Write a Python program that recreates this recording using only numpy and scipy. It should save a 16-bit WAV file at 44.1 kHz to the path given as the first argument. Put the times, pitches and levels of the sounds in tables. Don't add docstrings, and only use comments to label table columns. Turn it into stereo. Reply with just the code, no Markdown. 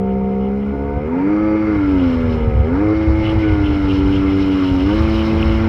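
import sys
import numpy as np
from scipy import signal
from scipy.fft import rfft, irfft, next_fast_len
from scipy.io import wavfile
from scipy.ndimage import uniform_filter1d

SR = 44100
rng = np.random.default_rng(int(sys.argv[2]) if len(sys.argv) > 2 else 0)


def to_wav(sig):
    pcm = np.clip(np.atleast_2d(sig), -1, 1) * 32767
    pcm = np.round(pcm).astype(np.int16)
    wavfile.write(sys.argv[1], SR, pcm.T)


def makeup_ratio(level_db):
    decades = np.asarray(level_db, float) / 20
    return 10 ** decades


N = 250488


def at_hz(points, hz, column=1):
    points = np.array(points)
    return np.interp(np.log(np.maximum(hz, 1)), np.log(points[:, 0]), points[:, column])


def in_time(rows):
    s, *columns = np.transpose(rows)
    return [np.interp(np.arange(N) / SR, s, c) for c in columns]


def bumps(rows, width_s):
    s, *columns = np.transpose(rows)
    bells = np.exp(-((np.arange(0, N, 64) / SR - s[:, None]) / width_s) ** 2)
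    return [np.interp(np.arange(N) / 64, np.arange(bells.shape[1]), c @ bells) for c in columns]


def rms_one(x):
    return x / np.sqrt(np.mean(x ** 2) + 1e-20)


def drift(rate_hz):
    r = np.exp(-2 * np.pi * rate_hz * 40 / SR)
    noise = rng.standard_normal(N // 40 + 2002)
    slow = signal.lfilter([1], [1, -2 * r, r * r], noise)[2000:]
    slow = rms_one(slow - slow.mean())
    return np.interp(np.arange(N) / 40, np.arange(len(slow)), slow)


def coloured(x, spectrum):
    size = next_fast_len(N + SR // 2)
    hz = np.arange(size // 2 + 1) * SR / size
    octaves_below = np.log2(spectrum[0][0] / np.maximum(hz, 1))
    octaves_above = np.log2(np.maximum(hz, 1) / spectrum[-1][0])
    outside = np.maximum(np.maximum(octaves_below, octaves_above), 0)
    gain = makeup_ratio(at_hz(spectrum, hz) - 40 * outside)
    return rms_one(irfft(rfft(x, size) * gain, size)[:, :N])


def resonance(x, hz, width_hz):
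    r = np.exp(-np.pi * width_hz / SR)
    top = np.array([1, 0, -1]) * (1 - r * r) / 2
    return signal.lfilter(top, [1, -2 * r * np.cos(2 * np.pi * hz / SR), r * r], x)


def rattle(shake, modes, patchy_db):
    rings = 0
    for hz, width_hz, db in modes:
        ring = resonance(resonance(shake, hz, 1.7 * width_hz), hz, 1.7 * width_hz)
        rings = rings + makeup_ratio(db + patchy_db * drift(12)) * ring
    return rms_one(rings)


def gated(turn, depth, patchy_db):
    uneven_turn = turn + 0.28 * drift(18)
    gate = np.exp(depth * np.cos(uneven_turn)) * makeup_ratio(patchy_db * drift(16))
    return gate * rng.standard_normal((2, N))


def grains(spread_db, patchy_db):
    size_db = spread_db * np.minimum(rng.exponential(1, N), 5)
    return makeup_ratio(size_db + patchy_db * drift(32)) * rng.standard_normal((2, N))


def shaft_speed():
    # (time [s], speed [turns/s])
    throttle = [(0.0, 64.9), (0.39, 65.9), (0.955, 71.1), (1.04, 74.8), (1.31, 103.4), (1.45, 106.5),
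                (1.675, 107.1), (2.1, 84.9), (2.625, 72.7), (2.835, 104.6), (2.96, 107.3), (3.385, 108.5),
                (3.605, 101.1), (3.905, 96.2), (4.455, 96.6), (4.81, 91.2), (4.965, 109.3), (5.68, 110.9)]
    # (time [s], speed gained [turns/s])
    slips = [
        (.62, .5),
        (1.82, -1.1),
        (1.94, 1),
        (2.62, .8),
        (2.72, -1.5),
        (2.8, .9),
        (4.65, -.6),
        (4.97, -.8),
    ]
    inertia_s = .05
    smooth = uniform_filter1d(in_time(throttle)[0], size=int(inertia_s * SR), mode="nearest")
    return smooth + bumps(slips, .045)[0]


def hull_db(hz):
    # (pitch [Hz], width [Hz], level [dB])
    resonances = [(70, 71, 2), (278.3, 31, 4.5), (396.4, 76, 5), (463.2, 33, 1.5), (510.6, 75, -2),
                  (647.5, 43, -13.5), (719.8, 48, -10), (869, 18, -10), (920, 40, -6), (1125, 10, -11.5),
                  (1267, 100, -11.5), (1487, 160, -18.5), (2150, 81, -8.5), (2290, 80, -16.5)]
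    power = 0.0057
    for top, width_hz, db in resonances:
        power = power + makeup_ratio(2 * db) / (1 + (2 * (hz - top) / width_hz) ** 2) ** 2
    return 10 * np.log10(power)


def drone(speed, turn):
    # (time [s], level [dB])
    effort = [(0, 1), (.6, -1), (1.1, -1.5), (1.45, 1), (1.75, -0.5), (1.95, 2.5), (2.4, 1), (2.75, -1),
              (2.9, 1), (3.4, 0), (3.55, -1.5), (3.8, -0.5), (4.5, 0.5), (4.8, 0), (5.3, 0), (5.68, -1)]
    # (speed [turns/s], order 2 [dB], order 3 [dB], order 4 gain [dB],
    # order 5 [dB], other orders [dB])
    by_speed = [(69, -35.5, -18.5, 2, -48, -35.5), (67.4, -40.5, -23.5, 1, -50.5, -39.5),
                (68.6, -32.5, -26, 6, -37, -33), (72.6, -29, -28.5, 3.5, -38, -31.5),
                (79.8, -33.5, -21, 4, -26.5, -32.5), (85.8, -35, -16, 4.5, -33, -32.5),
                (100.4, -23.5, -14.5, 3, -33.5, -33), (96.8, -25.5, -15, -8.5, -40, -29),
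                (106.8, -23.5, -15, 5.5, -26.5, -30), (106.5, -24.5, -16, -7.5, -31, -33.5),
                (112.2, -17.5, -21, -7, -30.5, -24)]
    # (order [number], level [dB])
    pattern = [(1, 3.5), (4, -2), (6, 4), (7, 5.5), (8, 2), (9, -0.5), (10, 3), (11, 2), (12, -1.5),
               (13, -2), (14, 1), (15, -6.5), (16, 0), (17, -0.5), (18, -6.5), (19, -4.5), (20, -2),
               (21, -6.5), (22, -5.5)]
    # (order [number], start [s], end [s])
    swells = [(1, 1.1, 1.5), (1, 2.78, 3.06), (2, 2.8, 3.9), (5, 3.5, 4.85), (8, -1, .6), (7, 1.12, 1.9),
              (11, 1.95, 2.3), (8, 1.25, 1.72), (8, 1.9, 2.5), (8, 2.8, 3.4), (9, 4.85, 7), (10, -1, .52),
              (10, .54, 1.05), (10, 1.15, 1.29), (4, 1.3, 1.56), (10, 2.3, 2.75), (10, 4.9, 7),
              (11, -1, .66), (7, 1.98, 2.4), (11, 1.05, 1.21), (11, 1.3, 1.8), (2, 1.72, 1.95),
              (12, 1.26, 1.62), (13, .68, 1.05), (14, 1.68, 2.0), (14, 3.37, 3.75), (14, 3.7, 4.6),
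              (15, 3.4, 5.0), (17, 1.6, 4.9), (21, .6, 1.05)]
    swells_db = [-13, 6, -7, -2.5, 1.5, -4.5, -7.5, 8.5, -9.5, 4.5, 9.5, -14, 9, 12.5, -10, 7.5, 7.5, 10.5,
                 3.5, 5.5, 8.5, -8, 7.5, 7.5, 9.5, 13.5, 9, 12, 4, 12]
    t, step = np.arange(N) / SR, 64
    effort_db = in_time(effort)[0]
    turns, *columns = np.transpose(by_speed)
    second_db, third_db, fourth_db, fifth_db, rest_db = [np.interp(speed, turns, c) for c in columns]
    quickening = np.gradient(np.log2(speed)) * SR
    rest_db = rest_db + effort_db + 0.5 * quickening
    levels_db = {2: effort_db + second_db, 3: effort_db + third_db}
    levels_db[5] = effort_db + fifth_db + 2.5 * quickening + 0.87 * drift(16)
    for k, db in pattern:
        through_hull_db = np.repeat(hull_db(k * speed[::step]), step)[:N]
        levels_db[k] = rest_db + db + through_hull_db + 1.1 * drift(15)
    levels_db[4] += fourth_db
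    for (k, start, end), db in zip(swells, swells_db):
        fade = np.clip(np.minimum(t - start, end - t) / .08, 0, 1)
        levels_db[k] = levels_db[k] + db * fade
    waver, out = .018 * drift(20), np.zeros(N)
    for k, level_db in levels_db.items():
        gain = uniform_filter1d(makeup_ratio(level_db + .7 * drift(21)), size=256)
        delay = -.2 * k * k + .1 * rng.uniform(0, 2 * np.pi)
        out += np.sqrt(2) * gain * np.cos(k * (turn + waver + 2) + delay)
    return out


def engine_noise_levels(octaves):
    # (time [s], roar [dB], rasp [dB], rattle [dB])
    snaps = [
        (1.17, 2.5, 6, 1),
        (1.72, -1, 7, 1),
        (2.2, 3, 4.5, 1),
        (2.78, 4, 6.5, 0.5),
        (3.469, 0, 0.5, 4.5),
        (4.3, 0, 3, 3.5),
        (4.62, -2, 4, 2),
        (4.94, 1, 5.5, 1),
    ]
    t = np.arange(N) / SR
    fall = 0.22 * t
    held = np.maximum.accumulate(octaves + fall) - fall
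    roar_snap_db, rasp_snap_db, rattle_snap_db = bumps(snaps, .12)
    roar_db = -39 + 3.34 * held + 0.67 * t + roar_snap_db
    rasp_db = -46 + 13.1 * held + 0.62 * t + rasp_snap_db
    rattle_db = -47 + 11.3 * held + 0.18 * t + rattle_snap_db
    return roar_db, rasp_db, rattle_db


def exhaust_roar(turn, level_db):
    # (pitch [Hz], level per Hz [dB])
    roar_tone = [(82, -43), (140, -3), (203, -8), (263, -6), (311, -8.5), (341, -9), (471, -7.5),
                 (614, -19.5), (893, -14.5), (1020, -17.5), (1330, -56.5), (2240, -120)]
    return makeup_ratio(level_db + 6) * coloured(gated(turn, depth=0.08, patchy_db=1.94), roar_tone)


def intake_rasp(turn, level_db):
    # (pitch [Hz], width [Hz], level [dB])
    box_modes = [(1178, 160, 1), (1348, 148, 0.5), (1602, 180, -7.5)]
    return makeup_ratio(level_db - 2) * rattle(gated(turn, depth=0.3, patchy_db=0.94), box_modes, patchy_db=2.04)


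def casing_rattle(turn, level_db):
    # (pitch [Hz], width [Hz], level [dB])
    casing_modes = [(2106, 100, 0.5), (2216, 230, -5)]
    return makeup_ratio(level_db - 0.6) * rattle(gated(turn, depth=0.23, patchy_db=0.6), casing_modes, patchy_db=0.6)


def jet_pump(turn, octaves):
    # (pitch [Hz], width [Hz], level [dB])
    pump_modes = [(4620, 180, 2.5), (5600, 250, -5)]
    hiss = rattle(gated(turn, depth=0.16, patchy_db=0.9), pump_modes, patchy_db=-1.5)
    return makeup_ratio(-79.5 + 30.5 * octaves) * hiss


def air_rumble():
    # (time [s], level [dB])
    buffet = [(0, -25.5), (.45, -35), (.95, -26.5), (1.15, -38.5), (1.42, -29.5), (1.9, -22), (2.5, -15),
              (2.72, -19.5), (2.98, -24.5), (3.1, -15), (3.55, -16), (4.2, -17.5), (4.6, -27), (4.75, -21),
              (5.2, -18), (5.68, -15.5)]
    # (time [s], level [dB])
    brief_swells = [(.2, 3.5), (.98, 9.5), (1.06, 7.5), (1.85, 4), (2.34, 1), (2.4, -5.5), (2.59, 6.5), (3.29, 2),
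                    (3.42, -6), (3.54, 3), (4.05, 4.5), (4.18, 2), (4.33, -8), (4.73, 8.5), (4.81, -5.5),
                    (5.02, 6.5), (5.47, 2), (5.6, -9)]
    # (pitch [Hz], level per Hz [dB])
    rumble_tone = [(12, -44), (20, -13), (70, 9), (106, 4.5), (162, -13.5), (190, -28), (250, -47.5),
                   (420, -120)]
    level_db = in_time(buffet)[0] + bumps(brief_swells, 0.021)[0]
    return makeup_ratio(level_db) * coloured(rng.standard_normal((2, N)), rumble_tone)


def water_levels():
    # (time [s], wash level [dB])
    thrown = [(0, -60.5), (.5, -56), (1.1, -58), (1.65, -50.5), (2.07, -40.5), (2.36, -50), (2.5, -49.5),
              (2.8, -49.5), (3.26, -42), (3.9, -41), (4.4, -39), (4.7, -36), (5.3, -36.5), (5.68, -40)]
    # (time [s], level [dB])
    splashes = [(2.33, 9), (2.95, 1.5), (3.29, 3.5), (3.95, 5.5), (4.14, 3.5), (4.41, 4.5), (4.66, 0.5),
                (4.97, 3.5), (5.15, 4), (5.26, 4), (5.44, 4), (5.55, 2.5)]
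    return in_time(thrown)[0], bumps(splashes, 0.044)[0]


def footwell_wash(wash_db, splash_db):
    # (pitch [Hz], width [Hz], level [dB])
    footwell_modes = [(2880, 270, 2), (2920, 230, -8), (2606, 240, -5)]
    ring = rattle(grains(spread_db=1.5, patchy_db=-0.53), footwell_modes, patchy_db=-4.4)
    return makeup_ratio(wash_db + 0.62 * splash_db) * ring


def spray_hiss(wash_db, splash_db):
    # (pitch [Hz], level per Hz [dB])
    spray_tone = [(2000, -26), (3400, -5), (3500, -2.5), (3790, 6), (4650, -4.5), (5290, 3.5), (6370, -19),
                  (7200, -29), (9360, -48), (15800, -120)]
    level_db = -49 + (wash_db + 40) + splash_db
    return makeup_ratio(level_db + 1) * coloured(grains(spread_db=3.5, patchy_db=1.2), spray_tone)


def mist_hiss(wash_db, splash_db):
    # (pitch [Hz], level per Hz [dB])
    mist_tone = [(3760, -32), (6400, 1), (7340, 1), (8520, -10), (9010, -12.5), (9850, -2.5), (12100, -8),
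                 (14000, -4), (14700, -11.5), (15600, -23.5)]
    gathering_db = 0.6 * (np.arange(N) / SR - 3)
    level_db = -65 + 0.51 * (wash_db + 40) + .3 * splash_db + gathering_db
    return makeup_ratio(level_db + 0.7) * coloured(grains(spread_db=5, patchy_db=-0.7), mist_tone)


def deck_ticks():
    # (time [s], peak level [dB], pitch [Hz])
    hits = [
        (3.7094, -33, 2380),
        (4.428, -32, 3050),
        (4.663, -30, 2870),
        (4.8143, -31, 3040),
        (4.9076, -27, 3060),
        (4.9785, -29, 3000),
        (5.0323, -31, 3120),
        (5.2454, -29, 3070),
        (5.4274, -14.5, 2800),
    ]
    out, t = np.zeros(N), np.arange(300) / SR
    for s, db, hz in hits:
        at = round(s * SR)
        burst = np.exp(-((t - .0015) / 0.0007) ** 2) * np.sin(2 * np.pi * hz * t)
        out[at:at + 300] += makeup_ratio(db + 2.5) * burst
    return out


def ports(direct, diffuse):
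    # (pitch [Hz], left minus right [dB], right leads by [radians])
    low_balance = [(45, 3, .7), (85, 1, .8), (200, -3.5, .9), (290, -7, .9), (330, -10.5, .55),
                   (390, -8.5, -.4), (440, -8, -1.3), (535, -3, -2.05), (640, 6, -1.8), (760, 1, -1.7),
                   (890, 1.5, -1.5), (990, -5, -.6)]
    # (pitch [Hz], left minus right [dB])
    body_shade = [(990, -5), (1150, -13), (1380, -15), (1750, -9), (2080, -17), (2500, -14), (3000, -19),
                  (3500, -9), (4500, -14), (5600, -17), (6400, -8), (7100, -14), (8400, -5), (9900, -15),
                  (14000, -15)]
    # (pitch [Hz], share [0-1])
    likeness = [(60, .96), (500, .75), (1000, .3), (1800, .08), (3000, .12), (5000, .04), (12000, .02)]
    size = next_fast_len(N + SR // 2)
    hz = np.arange(size // 2 + 1) * SR / size
    treble_hz, treble_lead_s = body_shade[0][0], .0011
    balance_db = np.where(hz > treble_hz, at_hz(body_shade, hz), at_hz(low_balance, hz))
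    lead = at_hz(low_balance, hz, column=2)
    lead = lead + 2 * np.pi * treble_lead_s * np.maximum(hz - treble_hz, 0)
    right = makeup_ratio(-balance_db) * np.exp(1j * lead)
    alike = np.clip(at_hz(likeness, hz), 0, 1)
    fade_in = np.clip(np.arange(-400, N + 400) / 400 + 1, 0, 1)
    fade_out = np.clip(np.arange(N + 800, 0, -1) / 400, 0, 1)
    sounds = np.pad(np.vstack([direct, diffuse]), ((0, 0), (400, 400)), "reflect", reflect_type="odd")
    tone, near, far = rfft(sounds * (fade_in * fade_out), size)
    left_in = tone + np.sqrt(alike) * near + np.sqrt(1 - alike) * far
    right_in = (tone + near) * right
    both = np.array([left_in, right_in]) * 2 / np.abs(1 + right)
    return irfft(both, size)[:, 400:N + 400]


def scene():
    speed = shaft_speed()
    turn = 2 * np.pi * np.cumsum(speed) / SR
    octaves = np.log2(speed / 65)
    roar_db, rasp_db, rattle_db = engine_noise_levels(octaves)
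    wash_db, splash_db = water_levels()
    engine = exhaust_roar(turn, roar_db) + intake_rasp(turn, rasp_db) + casing_rattle(turn, rattle_db)
    engine = engine + jet_pump(turn, octaves)
    water = footwell_wash(wash_db, splash_db) + spray_hiss(wash_db, splash_db) + mist_hiss(wash_db, splash_db)
    heard = ports(drone(speed, turn), engine + air_rumble() + water)
    return heard + deck_ticks() * makeup_ratio([[-20], [6]])


def roll_off(x):
    return signal.sosfilt(signal.butter(12, 15710, fs=SR, output="sos"), x)


def record(dry):
    hiss = makeup_ratio(-80) * rng.standard_normal(N)
    mix = 1.431 * np.tanh((dry + hiss) / 1.544)
    return roll_off(mix)


dry = scene()
out = record(dry)
to_wav(out)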